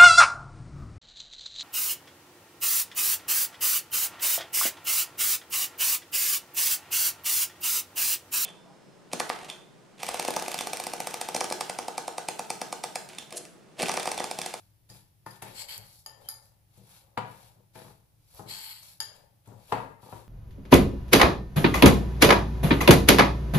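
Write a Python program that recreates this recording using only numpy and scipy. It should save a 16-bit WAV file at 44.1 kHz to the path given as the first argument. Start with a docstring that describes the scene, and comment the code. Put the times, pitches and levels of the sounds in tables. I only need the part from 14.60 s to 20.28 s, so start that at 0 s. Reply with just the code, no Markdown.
"""First comes a soft crunch: a metal spoon stirs gritty, oily spices in a hand-held glass bowl. The strokes
grind the seeds together, and the bowl rubs and knocks on the kitchen counter. Steel clinks on bare glass, the
spoon ticks once, a few hard seeds snap, and two long sweeps scrape along the wall of the bowl and end in
clinks. A small, hard room echoes it all into two close microphones."""
import sys
import numpy as np
from scipy import signal
from scipy.fft import rfft, irfft
from scipy.io import wavfile
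from scipy.ndimage import uniform_filter1d

SR = 44100
rng = np.random.default_rng(int(sys.argv[2]) if len(sys.argv) > 2 else 0)


def generate_wav(sig):
    """Save sig (samples, or channels by samples) to the path in sys.argv[1] as 16-bit PCM at SR."""
    pcm = np.round(np.clip(np.atleast_2d(sig).T, -1, 1) * 32767).astype(np.int16)
    wavfile.write(sys.argv[1], SR, pcm)


N = 250488

# Levels in the tables are relative: each layer is turned up or down again when it is mixed.
# Tone of the still kitchen: pitch_hz, level_db
QUIET_TONE = [(12, -51), (20, -13.5), (112, -5.5), (180, -10), (245, -28), (298, -18), (416, -25.5),
              (857, -25), (1130, -31.5), (3540, -33.5), (4950, -33.5), (7950, -38.5), (11100, -27.5),
              (13100, -33), (15500, -29.5)]
# The spoon ploughs through the seeds: start_s, rise_s, hold_s, fine_db, coarse_db, drift_db
STROKES = [(0.0, 0.0024, 0.0074, -51.5, -55.5, -8), (0.287, .006, 0.074, -53.5, -57, 1.5),
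           (0.659, 0.0035, 0.098, -54, -54.5, -1.5), (0.818, 0.0024, 0.15, -48, -45, -5),
           (1.203, 0.064, .12, -54, -74, 1), (1.553, 0.075, .06, -59, -61, 4),
           (1.778, 0.047, 0.044, -59, -88, -2.5), (2.083, 0.084, .04, -60, -62.5, -3),
           (2.193, 0.11, 0.071, -54, -56, 2.5), (2.581, 0.1, 0.18, -58.5, -60.5, 4.5),
           (3.134, 0.021, 0.15, -50, -52, -4.5), (3.601, 0.14, 0.05, -55, -62, 6.5),
           (4.206, 0.024, 0.075, -49.5, -58.5, 2), (4.519, 0.034, .06, -58, -61, -5.5),
           (4.838, 0.023, 0.11, -63, -59, -16), (4.977, 0.12, 0.11, -52, -53, -3),
           (5.401, 0.024, 0.15, -57, -57, 4)]
# Tone of the crunching seeds: pitch_hz, level_db
SEED_TONE = [(200, -36), (850, 7.5), (1300, -2.5), (2200, -1), (3500, 0), (4600, 3), (5700, -3),
             (7500, -3.5), (8800, -6), (11200, 7), (12500, -1), (15000, -6.5)]
# The spoon pushes the bowl along the counter: start_s, hold_s, rub_db, rumble_db
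BOWL_SLIDES = [(0.837, 0.31, -58.5, -77), (1.177, 0.021, -57, -52), (1.46, 0.33, -61, -63.5),
               (1.844, 0.062, -72, -61), (2.304, 0.27, -68.5, -68.5), (2.7, 0.22, -64, -59),
               (3.23, 0.081, -80, -59), (3.735, 0.19, -59.5, -56), (4.397, .21, -60, -62.5),
               (4.88, 0.1, -59.5, -54), (5.088, 0.21, -51.5, -56), (5.515, 0.07, -56, -49.5)]
# Tone of the bowl rubbing on the counter: pitch_hz, level_db
RUB_TONE = [(150, -5), (300, -12), (480, -1.5), (570, 2), (700, -1.5), (870, 4), (1050, -7), (1400, -16.5),
            (2200, -19.5), (4000, -63)]
# Tone of the rumbling counter: pitch_hz, level_db
RUMBLE_TONE = [(30, -24), (50, -28), (63, 6.5), (80, -39), (98, 3), (111, 10), (130, -5.5), (149, -7),
               (172, -26.5), (197, -19), (230, -48.5), (500, -33.5)]
# The spoon hits bare glass: start_s, upper_db, low_db, middle_db, top_db, left_over_right_db
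CLINKS = [(0.2994, -43.5, -61.5, -80, -69, 2), (0.6629, -51, -47.5, -59, -57, 9),
          (0.7077, -53, -62, -72, -57.5, 19), (0.8216, -55, -46.5, -71, -49.5, 9),
          (1.0907, -50, -62, -41, -56, -1), (1.461, -36, -49, -52.5, -48, 11),
          (1.687, -33, -50.5, -61, -34, 12), (4.4023, -24.5, -44, -43, -40, 9.5)]
# Notes of the glass with the spoon against it: pitch_hz, level_db, fade_s (time to fall 60 dB)
GLASS_NOTES = [(881, -15.5, 0.1), (1782, -24, 0.17), (3185, -17.5, 0.079), (4903, 8.5, 0.014),
               (4990, 0.5, 0.0097), (4824, 4.5, 0.018), (6760, 1, 0.032), (6530, -6, 0.016),
               (9230, 15, 0.024), (10000, 7, 0.055), (10380, 14, 0.026), (11280, 9, 0.018),
               (10800, 10, 0.017), (12030, 8.5, 0.01), (11400, -17, 0.0048)]
# The bowl knocks on the counter: start_s, clack_db, thump_db, hollow_db, edge_db, grit_db
KNOCKS = [(0.3, -60, -49.5, -56, -59, -74), (0.664, -34.5, -47, -44.5, -51, -67),
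          (0.823, -37.5, -46, -43.5, -34.5, -37.5), (1.18, -61, -55.5, -68, -49, -47),
          (2.175, -69, -50, -58.5, -76, -57), (2.575, -21, -37, -32, -22, -43.5),
          (2.962, -68, -59.5, -63.5, -105, -80), (3.156, -41.5, -50.5, -47, -41, -66),
          (3.247, -50, -48, -53.5, -57.5, -69), (3.794, -38, -44, -43, -49, -66),
          (4.874, -51, -48, -47.5, -64, -56), (5.123, -15.5, -35, -24.5, -21, -40.5),
          (5.43, -44, -50, -49, -69, -72), (5.526, -35.5, -49, -41, -44.5, -66)]
# Tone of the blow in a knock: pitch_hz, level_db
KNOCK_TONE = [(90, -6), (200, -5), (300, -1.5), (420, -2.5), (620, -4), (900, 4), (1250, -8), (1600, -17),
              (2600, -23), (3600, -27), (4700, -28.5), (6000, -51), (15000, -49)]
# Notes of the loaded bowl rocking on its foot: pitch_hz, level_db, fade_s
FOOT_NOTES = [(270, -13, 0.033), (372, -42, 0.025), (501.5, 13.5, 0.043), (646, -1.5, 0.18), (835, 4, 0.11),
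              (885, -6.5, 0.22), (910, -15, 0.088), (1196, 0, .06)]
# Notes of the counter under the bowl: pitch_hz, level_db, fade_s
COUNTER_NOTES = [(115.95, 4.5, 0.39), (129.5, -7, 0.62), (145.7, -3, 0.58), (192.1, -2.5, 0.56),
                 (243, -24.5, 0.083)]
# The spoon sweeps along the glass, three pushes to a sweep:
# start_s, rise_s, hold_s, body_db, rasp_db, hiss_db, drift_db, squeak_extra_left_db
SWEEPS = [(0.916, 0.048, 0.051, -50.5, -47.5, -56, 7.5, -8), (1.07, 0.017, 0.062, -45, -50, -48, 1, -8.5),
          (1.163, 0.017, 0.2, -55.5, -66, -55, -14.5, -9), (3.864, 0.03, 0.15, -44, -45, -50, -2, -9),
          (3.995, 0.035, 0.096, -47.5, -56.5, -46.5, -0.5, -8),
          (4.118, 0.033, 0.18, -51, -55, -52.5, -17.5, -9)]
# Tone of grit scraping on glass: pitch_hz, level_db
SCRAPE_TONE = [(300, -46), (700, -3), (1800, 2), (2300, 3.5), (3700, 2.5), (4500, 12), (5400, -2),
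               (6500, -11.5), (7800, -4.5), (8900, -15), (10400, -15), (12000, -5.5), (13500, -20),
               (15000, -20.5)]
# Where the rubbed glass rings: pitch_hz, width_hz, boost_db
GLASS_PEAKS = [(888, 72, 17), (2193, 79, 13.5), (3250, 220, 11), (7370, 230, 9.5), (9620, 450, 11)]
# The spoon's squeak shifts as it presses and turns, one list per sweep: time_s, pitch_hz
SQUEAK_PITCH = [
    [(0.95, 4450), (1.19, 4500)],
    [(3.88, 4150), (3.972, 4430), (4.3, 4280)],
]
# Sharp clicks: the spoon ticks once on the glass at 1.18 s, and hard seeds crack under it: start_s, level_db
SNAPS = [(1.1788, -23), (1.266, -60), (1.8563, -49), (3.7476, -39), (4.232, -39)]
# How long the kitchen echoes: pitch_hz, fade_s
ROOM_FADE = [(100, 0.49), (260, 0.59), (700, 0.37), (1800, 0.54), (5000, 0.35), (10000, 0.31),
             (15000, 0.16)]
# How much louder the left microphone is: pitch_hz, left_over_right_db
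BALANCE = [(60, 6), (180, 6.5), (280, 6), (550, 9.5), (900, 4), (1300, 7.5), (2400, 6.5), (4500, 9.5),
           (8000, 11.5), (11000, -9), (15000, -0.5)]
# How alike the microphones hear scattered sound: pitch_hz, likeness (1 same, 0 unrelated)
LIKENESS = [(60, 1), (130, 0.8), (290, 0.47), (640, 0.29), (1400, -0.2), (3100, 0.17), (7000, 0.0078),
            (15000, -0.11)]

TIME, FREQ = np.arange(N) / SR, np.fft.rfftfreq(N, 1 / SR)
HIT_TIME = TIME[:SR * 3 // 4]  # the clock for one hit or echo, in seconds
LEFT_RIGHT = np.array([[.5], [-.5]])  # shares a level difference between the two sides


def gain_of(db):
    """Turns decibels into a number to multiply a sound by."""
    return 10 ** (np.asarray(db) / 20)


def unit_level(x):
    """Scales a sound to an average (rms) level of one."""
    return x / np.sqrt(np.mean(x ** 2) + 1e-20)


def at_peak(x, db):
    """Scales a sound so that its loudest hundredth of a second has the level db."""
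    power = uniform_filter1d((x ** 2).mean(0), size=441)
    return gain_of(db) * x / np.sqrt(power.max() + 1e-20)


def look_up(table, hz):
    """Reads between a table's rows, giving each octave equal room."""
    pitches, values = np.transpose(table)
    return np.interp(np.log(hz + 1), np.log(pitches + 1), values)


def band(x, low_hz, high_hz):
    """Keeps the part of a sound between two pitches."""
    edges_hz = [low_hz, min(high_hz, SR / 2 - 100)]
    return signal.sosfilt(signal.butter(3, edges_hz, "band", fs=SR, output="sos"), x)


def split(x, hz):
    """The parts of a long sound below and above hz."""
    low = irfft(rfft(x) / (1 + (FREQ / hz) ** 8), N)
    return low, x - low


def add(mix, start_s, sound):
    """Mixes a sound in at its start time."""
    part = mix[:, max(round(start_s * SR), 0):][:, :sound.shape[1]]
    part += sound[:, :part.shape[1]]


def blend_sides(x):
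    """Makes left and right alike for waves longer than the gap between the microphones."""
    a, b = rfft(x)
    likeness = look_up(LIKENESS, np.fft.rfftfreq(x.shape[1], 1 / SR))
    angle = np.arccos(np.clip(likeness, -1, 1)) / 2
    shared, opposite = np.cos(angle) * a, np.sin(angle) * b
    return irfft([shared + opposite, shared - opposite], x.shape[1])


def with_tone(x, tone_db):
    """Blends a long sound's sides, shapes its tone and scales it to a level of one."""
    return unit_level(irfft(rfft(blend_sides(x)) * gain_of(tone_db), N))


def shortest_click(tone, size=2048):
    """The most sudden click that has this tone."""
    log_gain = np.log(gain_of(look_up(tone, abs(np.fft.fftfreq(size, 1 / SR)))))
    return np.fft.ifft(np.exp(np.conj(signal.hilbert(log_gain)))).real


def ring(notes):
    """A struck object rings with several fading notes at once."""
    return sum(gain_of(db - 60 * HIT_TIME / fade_s) * np.sin(2 * np.pi * hz * HIT_TIME)
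               for hz, db, fade_s in notes)


def resonate(x, pitch_hz, width_hz):
    """Rings at a moving pitch: shifts that pitch down to zero, smooths, and shifts back."""
    spin = np.exp(2j * np.pi * np.cumsum(pitch_hz) / SR)
    feedback = np.exp(-np.pi * width_hz / SR)
    return (spin * signal.lfilter([1 - feedback], [1, -feedback], x / spin)).real


def kitchen(tail_db, early_db=-5, early_s=0.0051):
    """The room's answer to a click: direct sound, quick echoes, and a tail whose treble dies first."""
    shape = (2, len(HIT_TIME))
    echoes = rng.choice([-1., 1.], shape) * (rng.random(shape) < 5000 / SR)
    hz, t, spectrum = signal.stft(blend_sides(echoes), SR, nperseg=256)
    fade = gain_of(-60 * t / look_up(ROOM_FADE, hz)[:, None])
    tail = signal.istft(spectrum * fade, SR, nperseg=256)[1][:, :len(HIT_TIME)]
    tail *= 1 - np.exp(-HIT_TIME / 0.00093)
    early = blend_sides(echoes[:, ::-1]) * np.exp(-HIT_TIME / early_s)
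    room = gain_of(tail_db) * tail / np.linalg.norm(tail[0])
    room += gain_of(early_db) * early / np.linalg.norm(early[0])
    room[[0, 1], [4, 0]] += 1  # the direct sound reaches the right side 4 samples sooner
    return room


def in_room(x, room):
    """Gives a sound the room's echoes."""
    return signal.fftconvolve(np.atleast_2d(x), room, axes=1)[:, :max(x.shape[-1], len(HIT_TIME))]


def burst(decay_s):
    """A puff of noise that starts at once and dies away."""
    return rng.standard_normal(len(HIT_TIME)) * np.exp(-HIT_TIME / decay_s)


def grit(per_s, spread_db, clump_db, clump_hz):
    """Single seeds crack and slip: many small ticks and a few large ones, swelling in clumps."""
    sizes = gain_of(spread_db * np.minimum(rng.exponential(1, N), 5)) * rng.choice([-1, 1], N)
    clumps = unit_level(irfft(rfft(rng.standard_normal(N)) / (1 + (FREQ / clump_hz) ** 4), N))
    return sizes * (rng.random(N) < per_s / SR) * gain_of(clump_db * clumps)


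def movement(start_s, rise_s, hold_s, drift_db, rise_db, fall_db_per_s):
    """The loudness of one movement: it swells, drifts while held, and dies away."""
    t = TIME[:SR] - rise_s
    swell_db = rise_db * np.minimum(t / max(rise_s, 1 / SR), 0)
    held_db = drift_db * np.clip(t / max(hold_s, 1 / SR), 0, 1)
    fall_db = fall_db_per_s * np.maximum(t - hold_s, 0)
    return np.pad(gain_of(swell_db + held_db - fall_db), (max(round(start_s * SR), 0), N))[:N]


def room_hush():
    """The still kitchen and the microphones' own hiss."""
    air = with_tone(rng.standard_normal((2, N)), look_up(QUIET_TONE, FREQ))
    return gain_of(-71) * air / np.std(band(air, 1600, 24000))


def stroke_gains():
    """Fine and coarse crunch swell as the spoon digs in, and die as the seeds settle."""
    fine, coarse = np.zeros((2, N))
    for start_s, rise_s, hold_s, fine_db, coarse_db, drift_db in STROKES:
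        stroke = movement(start_s, rise_s, hold_s, drift_db, rise_db=17.5, fall_db_per_s=162)
        fine = np.hypot(fine, gain_of(fine_db) * stroke)
        coarse = np.hypot(coarse, gain_of(coarse_db) * stroke)
    return fine, coarse


def seed_crunch(fine_gain, coarse_gain):
    """Oily seeds tumble and grind against each other around the spoon."""
    seeds = in_room(grit(per_s=3900, spread_db=2.5, clump_db=1.5, clump_hz=59.2), kitchen(tail_db=-4.5))
    coarse, fine = split(with_tone(seeds, look_up(SEED_TONE, FREQ)), hz=3900)
    return gain_of(-3.5) * (fine * fine_gain + coarse * coarse_gain)


def bowl_drag(stroke_gain):
    """The bowl shifts under the hand: a dull rub, and a rumble in the counter."""
    rub_gain = gain_of(-13) * stroke_gain  # every stroke rubs the bowl a little
    rumble_gain = gain_of(-68)  # the holding hand is never quite still
    for start_s, hold_s, rub_db, rumble_db in BOWL_SLIDES:
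        slide = movement(start_s, 0.0094, hold_s, drift_db=-2.5, rise_db=10, fall_db_per_s=104)
        rub_gain = np.maximum(rub_gain, gain_of(rub_db) * slide)
        rumble_gain = np.maximum(rumble_gain, gain_of(rumble_db) * slide)
    slips = in_room(grit(per_s=900, spread_db=3, clump_db=2.5, clump_hz=30), kitchen(tail_db=0))
    rub = with_tone(slips, look_up(RUB_TONE, FREQ)) * rub_gain
    rumble = with_tone(rng.standard_normal((2, N)), look_up(RUMBLE_TONE, FREQ)) * rumble_gain
    return gain_of(-1) * rub + gain_of(-2) * rumble


def glass_clinks():
    """Steel chatters on bare glass and rings it; each touch brings out different notes."""
    out = np.zeros((2, N))
    glass = ring(GLASS_NOTES) * (1 - np.exp(-HIT_TIME / 0.00088))
    for start_s, upper_db, low_db, middle_db, top_db, left_over_right_db in CLINKS:
        chatter = gain_of(1.5) * burst(decay_s=0.0024)
        sound = in_room(glass + chatter, kitchen(tail_db=-0.5))
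        clink = at_peak(band(sound, 780, 1820), low_db + 0.5)
        clink += at_peak(band(sound, 2250, 3290), middle_db - 3)
        clink += at_peak(band(sound, 3600, 6900), upper_db - 6)
        clink += at_peak(band(sound, 11150, 14800), top_db + 1.5)
        # each spot on the glass sends its sound a different way
        extra_left_db = left_over_right_db - look_up(BALANCE, 5400)
        add(out, start_s, clink * gain_of(extra_left_db * LEFT_RIGHT))
    return out


def landing(hit, softness, graze_s):
    """The bowl grazes, lands and rocks twice; a soft push adds six small shudders."""
    main_s = [0, graze_s, rng.uniform(.007, .009), rng.uniform(.012, .017)]
    times_s = np.concatenate([main_s, rng.uniform(.015, .07, 6)])
    forces = np.concatenate([[.2, 1 - softness / 2, .55, .3], softness * rng.uniform(.3, .7, 6)])
    return sum(force * np.roll(hit, int(SR * at_s)) for force, at_s in zip(forces, times_s))


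def bowl_knocks(graze_s=0.003):
    """Cushioned by the spices, the spoon pushes the bowl onto the counter, and both ring."""
    out = np.zeros((2, N))
    blow, foot = shortest_click(KNOCK_TONE), ring(FOOT_NOTES)
    hit = np.pad(blow, (0, len(HIT_TIME) - len(blow))) / np.linalg.norm(blow)
    hit += gain_of(-2.5) * foot / np.linalg.norm(foot)
    thump = ring(COUNTER_NOTES) * (1 - np.exp(-HIT_TIME / 0.004))
    for start_s, clack_db, thump_db, hollow_db, edge_db, grit_db in KNOCKS:
        room = kitchen(tail_db=-1.5)
        softness = np.clip((-33.5 - clack_db) / 12, 0, 1)
        sound = in_room(landing(hit, softness, graze_s), room)
        crush = in_room(burst(decay_s=0.0063), room)  # seeds caught under the spoon break
        edge = at_peak(band(sound, 1700, 14000), 0) + at_peak(band(crush, 2200, 3010), -10)
        add(out, start_s - graze_s, at_peak(band(sound, 170, 654), hollow_db - 5))
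        add(out, start_s - graze_s, at_peak(band(sound, 676, 1560), clack_db - 6))
        add(out, start_s - 0.002, at_peak(edge, edge_db - 13))
        add(out, start_s, at_peak(band(crush, 6000, 13000), grit_db - 8))
        add(out, start_s, at_peak(np.array([thump, thump]), thump_db - 3.5))
    return out


def spoon_scrape():
    """Grit sticks and slips between spoon and glass, and makes both of them ring."""
    slips = in_room(grit(per_s=6000, spread_db=3, clump_db=1.6, clump_hz=160), kitchen(tail_db=-2))
    glass_db = sum(db / (1 + (2 * (FREQ - hz) / width_hz) ** 2) for hz, width_hz, db in GLASS_PEAKS)
    body, treble = split(with_tone(slips, look_up(SCRAPE_TONE, FREQ) + glass_db), hz=6470)
    rasp, hiss = split(treble, hz=10700)
    squeak_hz = np.interp(TIME, *np.concatenate(SQUEAK_PITCH).T)
    squeak = resonate(slips, squeak_hz, width_hz=240)
    touch = dict(rise_db=24, fall_db_per_s=273)  # swells as the spoon meets the glass, stops as it lifts
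    body_gain, squeak_gain, rasp_gain, hiss_gain = np.zeros((4, N))
    for start_s, rise_s, hold_s, body_db, rasp_db, hiss_db, drift_db, extra_left_db in SWEEPS:
        press = movement(start_s, rise_s, hold_s, drift_db, **touch)
        body_gain = np.maximum(body_gain, press * gain_of(body_db))
        squeak_gain = np.maximum(squeak_gain, press * gain_of(body_db + extra_left_db * LEFT_RIGHT))
        rasp_gain = np.maximum(rasp_gain, press * gain_of(rasp_db))
        hiss_gain = np.maximum(hiss_gain, press * gain_of(hiss_db))
    sweep = gain_of(-3) * unit_level(body) * body_gain
    sweep += gain_of(-1) * unit_level(squeak) * squeak_gain
    sweep += gain_of(-4.5) * unit_level(rasp) * rasp_gain
    sweep += gain_of(0.5) * unit_level(hiss) * hiss_gain
    # the spoon slides up the wall once, and the glass sings one faint note
    note = with_tone(slips, -20 * np.log10(1 + ((FREQ - 3150) / 45) ** 2))
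    note_gain = gain_of(-57) * movement(start_s=1.63, rise_s=0.06, hold_s=0, drift_db=0, **touch)
    return sweep + note * note_gain


def sharp_snaps():
    """A seed breaks, or the spoon ticks on the glass, all at once: a bright click too short to ring the bowl."""
    out = np.zeros((2, N))
    for start_s, level_db in SNAPS:
        crack = burst(decay_s=0.00022)
        click = band(crack, 10100, 14800) + gain_of(-10) * band(crack, 500, 6200)
        add(out, start_s, at_peak(in_room(click, kitchen(tail_db=-21)), level_db - 16))
    return out


def scene():
    """All the sounds at two microphones: the left faces the bowl, the right is brighter."""
    fine_gain, coarse_gain = stroke_gains()
    hits = bowl_knocks() + glass_clinks() + sharp_snaps()
    stirring = seed_crunch(fine_gain, coarse_gain) + spoon_scrape() + bowl_drag(coarse_gain)
    balance = gain_of(look_up(BALANCE, FREQ) * LEFT_RIGHT)
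    return irfft(rfft(hits + stirring) * balance, N) + room_hush()


def record(dry):
    """Cuts away the very highest treble."""
    low_pass = signal.firwin(255, cutoff=15400, window=("kaiser", 9), fs=SR)
    return signal.oaconvolve(dry, low_pass[None], "same")


dry = scene()
out = record(dry)
generate_wav(out)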